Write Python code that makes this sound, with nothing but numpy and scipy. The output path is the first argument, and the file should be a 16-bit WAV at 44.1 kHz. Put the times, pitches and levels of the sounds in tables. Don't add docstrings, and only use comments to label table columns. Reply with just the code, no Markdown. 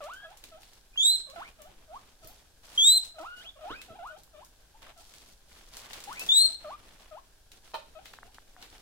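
import sys
import numpy as np
from scipy import signal
from scipy.fft import rfft, irfft, next_fast_len
from scipy.io import wavfile
from scipy.ndimage import uniform_filter1d

SR = 44100
rng = np.random.default_rng(int(sys.argv[2]) if len(sys.argv) > 2 else 0)


def wav_out(sig):
    wavfile.write(sys.argv[1], SR, np.round(np.clip(np.atleast_2d(sig).T, -1, 1) * 32767).astype(np.int16))


N = 388521
TIME_S = np.arange(N) / SR

# (frequency [Hz], level [dB])
AIR_SPECTRUM = [(20, 5), (50, -0.5), (100, -11), (200, -21), (775, -20), (1200, -30), (1600, -18),
                (2000, -33), (3200, -24.5), (5000, -23.5), (8300, -26.5), (11600, -28), (15800, -34)]
AIR_DB = -59.5
# (frequency [Hz], correlation [-1..1])
EAR_LIKENESS = [(60, 0.97), (290, 0.47), (640, 0.69), (1400, .4), (3100, 0), (15000, 0.0073)]

# (time [s], length [s], fleece hiss [dB], scuffing [dB], soft weight [dB])
SHUFFLES = [(0.0, 0.13, -67.5, -63.5, -74), (0.282, 0.15, -72, -66.5, -79),
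            (0.416, 0.13, -67.5, -68, -67.5), (0.584, 0.21, -64.5, -71, -73.5),
            (0.96, 0.24, -56.5, -72, -71.5), (1.334, 0.16, -64, -62.5, -64.5),
            (1.556, 0.3, -85, -70.5, -67.5), (1.919, 0.2, -69.5, -68, -69.5),
            (2.209, 0.17, -63, -68, -68.5), (2.625, 0.21, -60, -63.5, -70),
            (2.73, 0.35, -56.5, -69.5, -71.5), (3.179, 0.095, -62, -69, -77), (3.357, 0.1, -64.5, -69, -71),
            (3.598, 0.3, -68, -64, -66), (3.867, 0.12, -80, -85.5, -61.5),
            (4.171, 0.027, -66.5, -80, -65.5), (4.388, 0.073, -78, -71, -70), (4.811, 0.092, -66, -59, -69),
            (4.977, 0.15, -63, -73.5, -80), (5.105, 0.23, -62.5, -70, -70), (5.479, 0.25, -62, -65, -68),
            (5.708, 0.27, -56.5, -56.5, -63), (5.925, 0.41, -60.5, -59.5, -62.5),
            (6.177, 0.35, -54.5, -61.5, -60.5), (6.56, 0.5, -67.5, -65.5, -67),
            (6.976, 0.21, -69.5, -68, -74.5), (7.517, 0.062, -64, -67.5, -68),
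            (7.622, 0.18, -66.5, -69.5, -77), (7.8, 0.48, -74, -74, -67), (8.04, 0.09, -63.5, -69, -84),
            (8.216, 0.63, -75, -79.5, -75.5), (8.567, 0.23, -64.5, -64.5, -66)]
PUSH_SHARE, EASE_DB, SETTLE_S = 0.17, -5.5, 0.027
FIDGET_REL_DB = -79.5
# (frequency [Hz], level [dB])
HISS_SPECTRUM = [(1500, -23), (3000, -2), (5000, 1), (7500, -3), (10000, -5), (15000, -12)]
SCUFF_SPECTRUM = [(250, -25), (600, 1.5), (900, 1), (1500, -0.5), (2200, -1), (3500, -1.5), (6000, -25)]
WEIGHT_SPECTRUM = [(25, 3.5), (55, 0), (120, -3), (250, -1), (450, -2), (900, -13.5), (2000, -43.5)]

# (time [s], left-right level [dB], lead of left ear [ms], wheek sent into room [dB])
HEAD = [(0, 0, .08, -10), (.98, -3, .18, -9.5), (1.35, -1, .18, -10.4), (2.77, 0, .22, -14),
        (3.2, -1, .12, -14), (4, 1, .1, -10), (6.28, 3.5, .18, -10), (6.64, 1, .1, -8.5),
        (7.1, 5, .12, -8.5)]
# (time [s], half length [s], half-pitch lines [dB])
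CROAKS = [(1.387, 0.0203, -14), (3.218, 0.026, -9)]
# (frequency [Hz], level [dB])
RASP_SPECTRUM = [(200, -5.5), (700, -4.5), (1400, 4.5), (2000, -6), (3200, -3.5), (6000, -6.5),
                 (12000, -18)]
# (frequency [Hz], gain [dB])
THROAT_RESPONSE = [(300, 0.5), (1300, 4.5), (1900, -9), (2500, 0), (3100, 3), (3700, 2.5), (4600, -6.5),
                   (8000, -18)]
# (frequency [Hz], gain [dB])
MOUTH_RESPONSE = [(3000, 0), (3600, 1.5), (4200, -2.2), (7000, 4.5), (8500, 1), (10000, -9), (12000, 5.5),
                  (14500, 2.5)]

# (time [s], length [s], attack [s], low pitch [Hz], pitch after climb [Hz],
# mid-climb after start [s], slowness of climb [s], level [dB], level change after climb [dB],
# second harmonic on low note [dB])
GLIDES = [(0.005, 0.26, 0.0013, 565, 1475, .086, 0.013, -47, 3, -5),
          (0.925, .048, 0.022, 2356, 3030, 0.031, 0.0075, -57.5, 12, -12),
          (1.358, 0.13, 0.0029, 625, 2346, .065, .0125, -45.5, -7, -5),
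          (1.873, .112, 0.09, 590, 1390, 0.078, 0.016, -45, -13, -16),
          (3.183, .167, 0.0019, 620, 1370, .062, 0.0078, -46.5, 0, -6),
          (3.35, 0.15, .02, 1432, 3370, 0.089, 0.012, -54.5, 8.5, -1),
          (3.635, 0.13, 0.011, 637, 1610, .068, .02, -45.5, 1.5, -15),
          (3.688, 0.14, 0.021, 1090, 2440, .03, 0.014, -47.5, -5, 2),
          (3.986, .144, 0.0066, 648, 1424, 0.065, 0.012, -45, -5, -12),
          (4.4, 0.039, 0.023, 641, 1188, 0.0215, 0.0097, -55, 1, -13),
          (4.735, 0.042, .02, 677, 900, 0.011, 0.0046, -62, -2.5, -23),
          (6.07, 0.16, 0.011, 670, 2514, .056, .02, -47, 8.5, -9),
          (6.641, .12, 0.0065, 582, 1174, 0.064, 0.0072, -45, -1, -8),
          (7.109, 0.085, 0.0063, 585, 1263, 0.064, .011, -50.5, 1, -9.5)]
SCOOP_HZ, SCOOP_S = 140, .009
DRIFT_OCTAVES_PER_S = 1.1
PURER_DB_PER_OCTAVE = 7

# (time [s], level [dB], middle band re treble [dB])
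TICKS = [(0.039, -42, -13), (0.1352, -42.5, -19), (0.372, -43, -21), (0.4389, -39.5, -9.5),
         (0.631, -50.5, -2.5), (1.299, -44, -10), (1.6182, -42.5, -27), (2.245, -47, -28),
         (2.2728, -44, -43), (3.8155, -39, -6), (4.0724, -48.5, -15), (4.1884, -54.5, -20),
         (4.234, -49, -30.5), (4.447, -45, -27), (4.9765, -47.5, -21.5), (5.1374, -46.5, -4.5),
         (5.7683, -33, -17.5), (5.932, -34.5, -6.5), (6.0028, -39, -10.5), (6.039, -36, -11.5),
         (6.1283, -36, -12.5), (6.1945, -29.5, -27.5), (6.2634, -35.5, -6), (7.517, -46, -5.5),
         (8.0563, -46.5, 5), (8.1343, -49.5, 2), (8.344, -48.5, -4.5), (8.6249, -47, 2.5)]
# (frequency [Hz], level [dB])
TICK_TREBLE = [(1500, -22.5), (4000, 1), (7000, 3), (11000, -3), (15500, -6)]
TICK_MIDDLE = [(80, -38.5), (250, -25), (600, -12), (2500, 0.5), (4000, 2), (7000, -16)]
TICK_GLINT = [(7000, -21), (11500, 3), (15000, -1)]

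# (time [s], level [dB], t60 [s])
THUMPS = [(0.157, -59, 0.027), (2.245, -60, 0.15), (3.704, -44, 0.12), (3.906, -56, 0.11),
          (4.212, -68, 0.064)]
# (frequency [Hz], level [dB])
THUD_SPECTRUM = [(25, 11), (60, 15), (150, -0.5), (430, 11), (800, -11), (3000, -13), (9000, -36)]

# (time [s], length [s], lowest pitch [Hz], level [dB])
CHUTS = [(0.225, 0.11, 644, -51), (0.508, 0.089, 621, -54), (1.266, 0.085, 531, -51.5),
         (1.584, 0.1, 578, -50.5), (2.213, 0.11, 634, -56.5), (2.905, 0.085, 652, -57),
         (3.138, 0.13, 604, -54), (3.434, 0.041, 665, -54.5), (3.553, 0.049, 555, -52),
         (3.598, 0.087, 607, -49.5), (3.879, 0.095, 640, -49.5), (4.087, 0.096, 613, -51.5),
         (4.328, 0.092, 589, -52.5), (4.873, 0.056, 664, -58.5), (4.958, 0.067, 668, -57),
         (6.481, 0.036, 638, -57), (7.944, 0.06, 624.4, -48.5), (8.215, 0.085, 674, -59),
         (8.561, 0.074, 702, -58)]
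# (share of length [0..1], pitch factor [ratio], level [dB])
CHUT_COURSE = [(0, 1.22, -5.5), (.18, 1.04, -2), (.42, 1, 0.5), (.66, 1.06, -4.5), (.86, 1.25, -1.5),
               (1, 1.55, -7.5)]

# (time [s], peak [dB])
POPS = [(0.958, -41.5), (4.866, -39), (8.137, -34), (8.186, -33), (8.23, -32), (8.258, -49), (8.383, -33),
        (8.564, -38.5)]

# (time [s], length [s], first pitch [Hz], top pitch [Hz], level [dB],
# second-harmonic offset [dB], drop to each further harmonic [dB], highest-treble gain [dB])
WHEEKS = [(0.974, 0.19, 3234, 4143, -22, -3.5, 19.5, 0), (2.776, 0.21, 3182, 4127, -18, -2.5, 11, -8),
          (6.288, 0.18, 3416, 4264, -18.5, -4.5, 24.5, 24)]
# (share of length [0..1], share of climb [0..1], level [dB], second-harmonic offset [dB])
WHEEK_COURSE = [(0, 0, -3.5, -23.5), (.17, .17, -2.5, -16.5), (.33, .43, -4, -3), (.52, .69, 0, 0.5),
                (.71, .9, 0, -4.5), (.85, 1, -2, -12), (1, 0.93, -1.5, -3.5)]

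# (time [s], level [dB])
KNOCK_CONTACTS = [(7.737, -46), (7.7419, -32), (7.748, -37.5), (7.753, -37.5)]
# (frequency [Hz], level [dB], t60 [s])
CAGE_MODES = [(470, -34, 0.12), (577, -6.5, 0.12), (642, -4.5, 0.045), (918, 3.5, 0.063),
              (1046, -2.5, 0.045), (1195, -8, 0.048), (1270, -3.5, 0.031), (1410, -8, 0.041),
              (1750, -14, 0.05), (2526, -6.5, 0.028), (3100, -8, 0.029), (3800, -13, 0.05),
              (4120, -14, 0.04)]

# (frequency [Hz], t60 [s])
ROOM_T60 = [(200, 0.28), (900, 0.3), (4000, 0.38), (8000, 0.32), (14000, 0.093)]
RECORDER_EDGE_HZ = 15900


def amp(db):
    return 10 ** (np.asarray(db) / 20)


def unit(x):
    return x / np.sqrt(np.mean(x ** 2) + 1e-20)


def read(points, hz):
    f, value = np.transpose(points)
    return np.interp(np.log(hz + 1), np.log(f + 1), value)


def add(mix, start_s, sound):
    part = mix[..., max(round(start_s * SR), 0):][..., :sound.shape[-1]]
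    part += sound[..., :part.shape[-1]]


def colour(x, spectrum):
    n = x.shape[-1]
    size = next_fast_len(n)
    gain = amp(read(spectrum, np.fft.rfftfreq(size, 1 / SR)))
    return irfft(rfft(x, size) * gain, size)[..., :n]


def wander(n, rate_hz):
    knots = rng.standard_normal(8192)
    return np.interp(np.arange(n) * rate_hz / SR, np.arange(8192), knots) * np.sqrt(1.5)


def noise(spectrum, n, band_hz=None):
    size = next_fast_len(n)
    hz = np.fft.rfftfreq(size, 1 / SR)
    a, b = rfft(rng.standard_normal((2, size)))
    same = np.clip(read(EAR_LIKENESS, hz), -1, 1)
    gain = amp(read(spectrum, hz))
    inside = (hz >= band_hz[0]) & (hz <= band_hz[1]) if band_hz else 1
    ears = np.array([a, same * a + np.sqrt(1 - same ** 2) * b]) * gain
    return irfft(ears, size)[:, :n] / np.sqrt(np.mean(gain ** 2 * inside))


def shuffling():
    power = np.zeros((3, N))
    for start_s, length_s, *levels_db in SHUFFLES:
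        t = np.arange(0, length_s + 10 * SETTLE_S, 1 / SR)
        push = np.minimum(t / (PUSH_SHARE * length_s), 1)
        ease = amp(EASE_DB * np.minimum(t / length_s, 1))
        settle = np.exp(-np.maximum(t - length_s, 0) / SETTLE_S)
        add(power, start_s, np.outer(amp(levels_db), push * ease * settle) ** 2)
    return power + amp(FIDGET_REL_DB) ** 2


def rustle(crackles_per_s=220, spread_db=5.5, fibre_s=0.0006):
    hiss_db, scuff_db, weight_db = 10 * np.log10(shuffling())
    layers = [  # spectrum, level [dB], reference band [Hz], grain depth [dB]
        (HISS_SPECTRUM, hiss_db - 2.0, (4800, 6100), 2.2),
        (SCUFF_SPECTRUM, scuff_db - 3.5, (1900, 2300), 2.8),
        (WEIGHT_SPECTRUM, weight_db + 1.0, (150, 450), 1.5)]
    out = np.zeros((2, N))
    stroke_db = 2.2 * wander(N, 45)
    for spectrum, db, band_hz, grain_db in layers:
        out += noise(spectrum, N, band_hz) * amp(db + stroke_db + grain_db * wander(N, 500))
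    size_db = spread_db * np.minimum(rng.exponential(1, N), 4)
    snaps = (rng.random(N) < crackles_per_s / SR) * amp(size_db)
    grain = rng.standard_normal((2, 256)) * np.exp(-np.arange(256) / SR / fibre_s)
    crackle = signal.oaconvolve(snaps[None], grain, axes=1)[:, :N]
    crackle = colour(crackle, [(300, -19.5), (1000, -7), (4500, 3.5), (9000, -4), (15500, -9.0)])
    return out + unit(crackle) * amp(hiss_db + 0.2)


def voice(rows, fall_db, jitter, shimmer_db, breath_db, attack_s, release_s, sag, count):
    s, *columns = np.transpose(rows)
    t = np.arange(s[0], s[-1], 1 / SR)
    hz, db, second_db = (uniform_filter1d(np.interp(t, s, c), size=400, mode="nearest")
                         for c in columns)
    closing = np.clip(1 - (t[-1] - t) / release_s, 0, 1)
    tremble = jitter * (wander(len(t), 500) + .5 * wander(len(t), 70))
    hz = hz * (1 + tremble) * (1 - sag * closing ** 2)

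    head_s, *head = np.transpose(HEAD)
    side_db, lead_ms, _ = (np.interp(s[0], head_s, c) for c in head)
    ears = np.array([[.5], [-.5]])
    phase = 2 * np.pi * (np.cumsum(hz) / SR + ears * hz * lead_ms / 10 ** 3)
    wave = np.sin(phase)
    for k in range(2, count + 1):
        below_nyquist = k * hz < SR / 2
        wave += amp(second_db - fall_db * (k - 2)) * below_nyquist * np.sin(k * phase)
    for when_s, half_s, half_db in CROAKS:
        if s[0] < when_s < s[-1]:
            window = np.clip(1 - ((t - when_s) / half_s) ** 2, 0, 1)
            wave += amp(half_db) * window * (np.sin(phase / 2) + np.sin(phase + phase / 2))
    wave += amp(breath_db) * noise(RASP_SPECTRUM, len(t)) * (1 + np.sin(phase))
    swell = np.clip((t - t[0]) / attack_s, 0, 1) * (1 - closing ** 2)
    swell = swell * amp(db + shimmer_db * wander(len(t), 150))
    return s[0], np.sqrt(2) * wave * swell * amp(ears * side_db)


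def glides():
    out = np.zeros((2, N))
    for (start_s, length_s, attack_s, low_hz, high_hz, middle_s, slowness_s,
         db, fade_db, second_db) in GLIDES:
        t = np.linspace(0, length_s, num=60)
        climb = .5 + .5 * np.tanh((t - middle_s) / slowness_s / 2)
        after = np.maximum(t - middle_s, 0)
        octaves = np.log2(high_hz / low_hz) * climb + DRIFT_OCTAVES_PER_S * after
        hz = low_hz * 2 ** octaves + SCOOP_HZ * np.exp(-t / SCOOP_S)
        level_db = db + fade_db * after / (after[-1] + 1e-9)
        rows = np.column_stack([start_s + t, hz, level_db, second_db - PURER_DB_PER_OCTAVE * octaves])
        add(out, *voice(rows, fall_db=5.5, jitter=.014, shimmer_db=1.5, breath_db=-22,
                        attack_s=attack_s, release_s=.008, sag=.03, count=5))
    return colour(out, THROAT_RESPONSE) * amp(-1.0)


def ticks(snap_s=0.0017, scrape_s=0.04, scrape_db=-12, delay_s=0.00069):
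    out = np.zeros((2, N))
    t = np.arange(3000) / SR
    fade = np.exp(-t / snap_s) + amp(scrape_db) * np.exp(-t / scrape_s)
    for start_s, db, middle_db in TICKS:
        burst = amp(-4.0) * noise(TICK_TREBLE, len(t))
        burst += amp(min(middle_db, 3) + 3.5) * noise(TICK_MIDDLE, len(t))
        burst += amp(min(-34.5 - middle_db, 3)) * noise(TICK_GLINT, len(t))
        add(out, start_s + delay_s, amp(db) * burst * fade)
    return out


def thumps(onset_s=0.00037):
    out = np.zeros((2, N))
    t = np.arange(12000) / SR
    for start_s, db, t60_s in THUMPS:
        fade = amp(db + 6.5 - 60 * t / t60_s) * (1 - np.exp(-t / onset_s))
        add(out, start_s, noise(THUD_SPECTRUM, len(t)) * fade)
    return out


def chuts():
    out = np.zeros((2, N))
    for start_s, length_s, hz, db in CHUTS:
        rows = [(start_s + share * length_s, hz * bend, db + course_db, -8)
                for share, bend, course_db in CHUT_COURSE]
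        add(out, *voice(rows, fall_db=2.5, jitter=.016, shimmer_db=2, breath_db=-21,
                        attack_s=.01, release_s=.01, sag=0, count=6))
    return colour(out, THROAT_RESPONSE) * amp(-5.5)


def pops(low_hz=600, high_hz=2000):
    out = np.zeros(N)
    pop = signal.firwin(161, [low_hz, high_hz], pass_zero=False, fs=SR)
    for start_s, db in POPS:
        add(out, start_s, amp(db - 1.5) * pop / abs(pop).max())
    return out * amp([[1.], [-1.]])


def wheeks():
    out = np.zeros((2, N))
    for start_s, length_s, first_hz, top_hz, db, second_db, fall_db, edge_db in WHEEKS:
        rows = [(start_s + share * length_s, first_hz + climb * (top_hz - first_hz),
                 db + swell_db, second_db + bright_db)
                for share, climb, swell_db, bright_db in WHEEK_COURSE]
        start_s, whistle = voice(rows, fall_db, jitter=.0018, shimmer_db=.9, breath_db=-50,
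                                 attack_s=.003, release_s=.01, sag=.13, count=4)
        add(out, start_s, colour(whistle, [(12900, 0), (13900, edge_db)]))
    return colour(out, MOUTH_RESPONSE)


def knock(crack_db=-9, crack_s=0.011, bass_cut_hz=380):
    out = np.zeros((2, 12000))
    t = np.arange(9000) / SR
    first_s = KNOCK_CONTACTS[0][0]
    for start_s, db in KNOCK_CONTACTS:
        ring = sum(amp(mode_db - 60 * t / t60_s)
                   * np.sin(2 * np.pi * hz * t + rng.normal(0, 1., (2, 1)))
                   for hz, mode_db, t60_s in CAGE_MODES)
        crack = amp(crack_db) * noise(TICK_MIDDLE, len(t)) * np.exp(-t / crack_s)
        add(out, max(start_s - first_s, 0), amp(db) * (ring + crack))
    high_pass = signal.butter(2, bass_cut_hz, "high", fs=SR, output="sos")
    placed = np.zeros((2, N))
    add(placed, first_s, signal.sosfilt(high_pass, out))
    return placed


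def room(x, near_db, tail_db, near_s=.013, taps_per_s=5000):
    n = SR * 5 // 8
    t = np.arange(n) / SR
    taps = rng.choice([-1., 1.], (2, n)) * (rng.random((2, n)) < taps_per_s / SR)
    near = taps * (t > .0025) * np.exp(-t / near_s)
    diffuse = rng.standard_normal((2, n)) * np.clip(t / 0.0054, 0, 1)
    hz, when_s, z = signal.stft(diffuse, SR, nperseg=256)
    decay = amp(-60 * when_s / read(ROOM_T60, hz)[:, None])
    tail = signal.istft(z * decay, SR, nperseg=256)[1][:, :n]
    echo = (amp(near_db) * unit(near) + amp(tail_db) * unit(tail)) / np.sqrt(n)
    return signal.oaconvolve(x, echo, axes=1)[:, :N]


def scene():
    close = glides() + ticks()
    farther = thumps() + chuts() + knock()
    loud = wheeks()
    head_s, _, _, send_db = np.transpose(HEAD)
    echoes = room(loud * amp(np.interp(TIME_S, head_s, send_db)), near_db=0, tail_db=-1)
    echoes += room(close, near_db=-6.5, tail_db=-14.5)
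    echoes += room(farther, near_db=-5.5, tail_db=-6.5)
    air = amp(AIR_DB) * noise(AIR_SPECTRUM, N)
    return loud + close + farther + echoes + pops() + rustle() + air


def record(dry):
    low_pass = signal.firwin(511, RECORDER_EDGE_HZ, window=("kaiser", 9), fs=SR)
    return signal.oaconvolve(dry, low_pass[None], "same")


dry = scene()
out = record(dry)
wav_out(out)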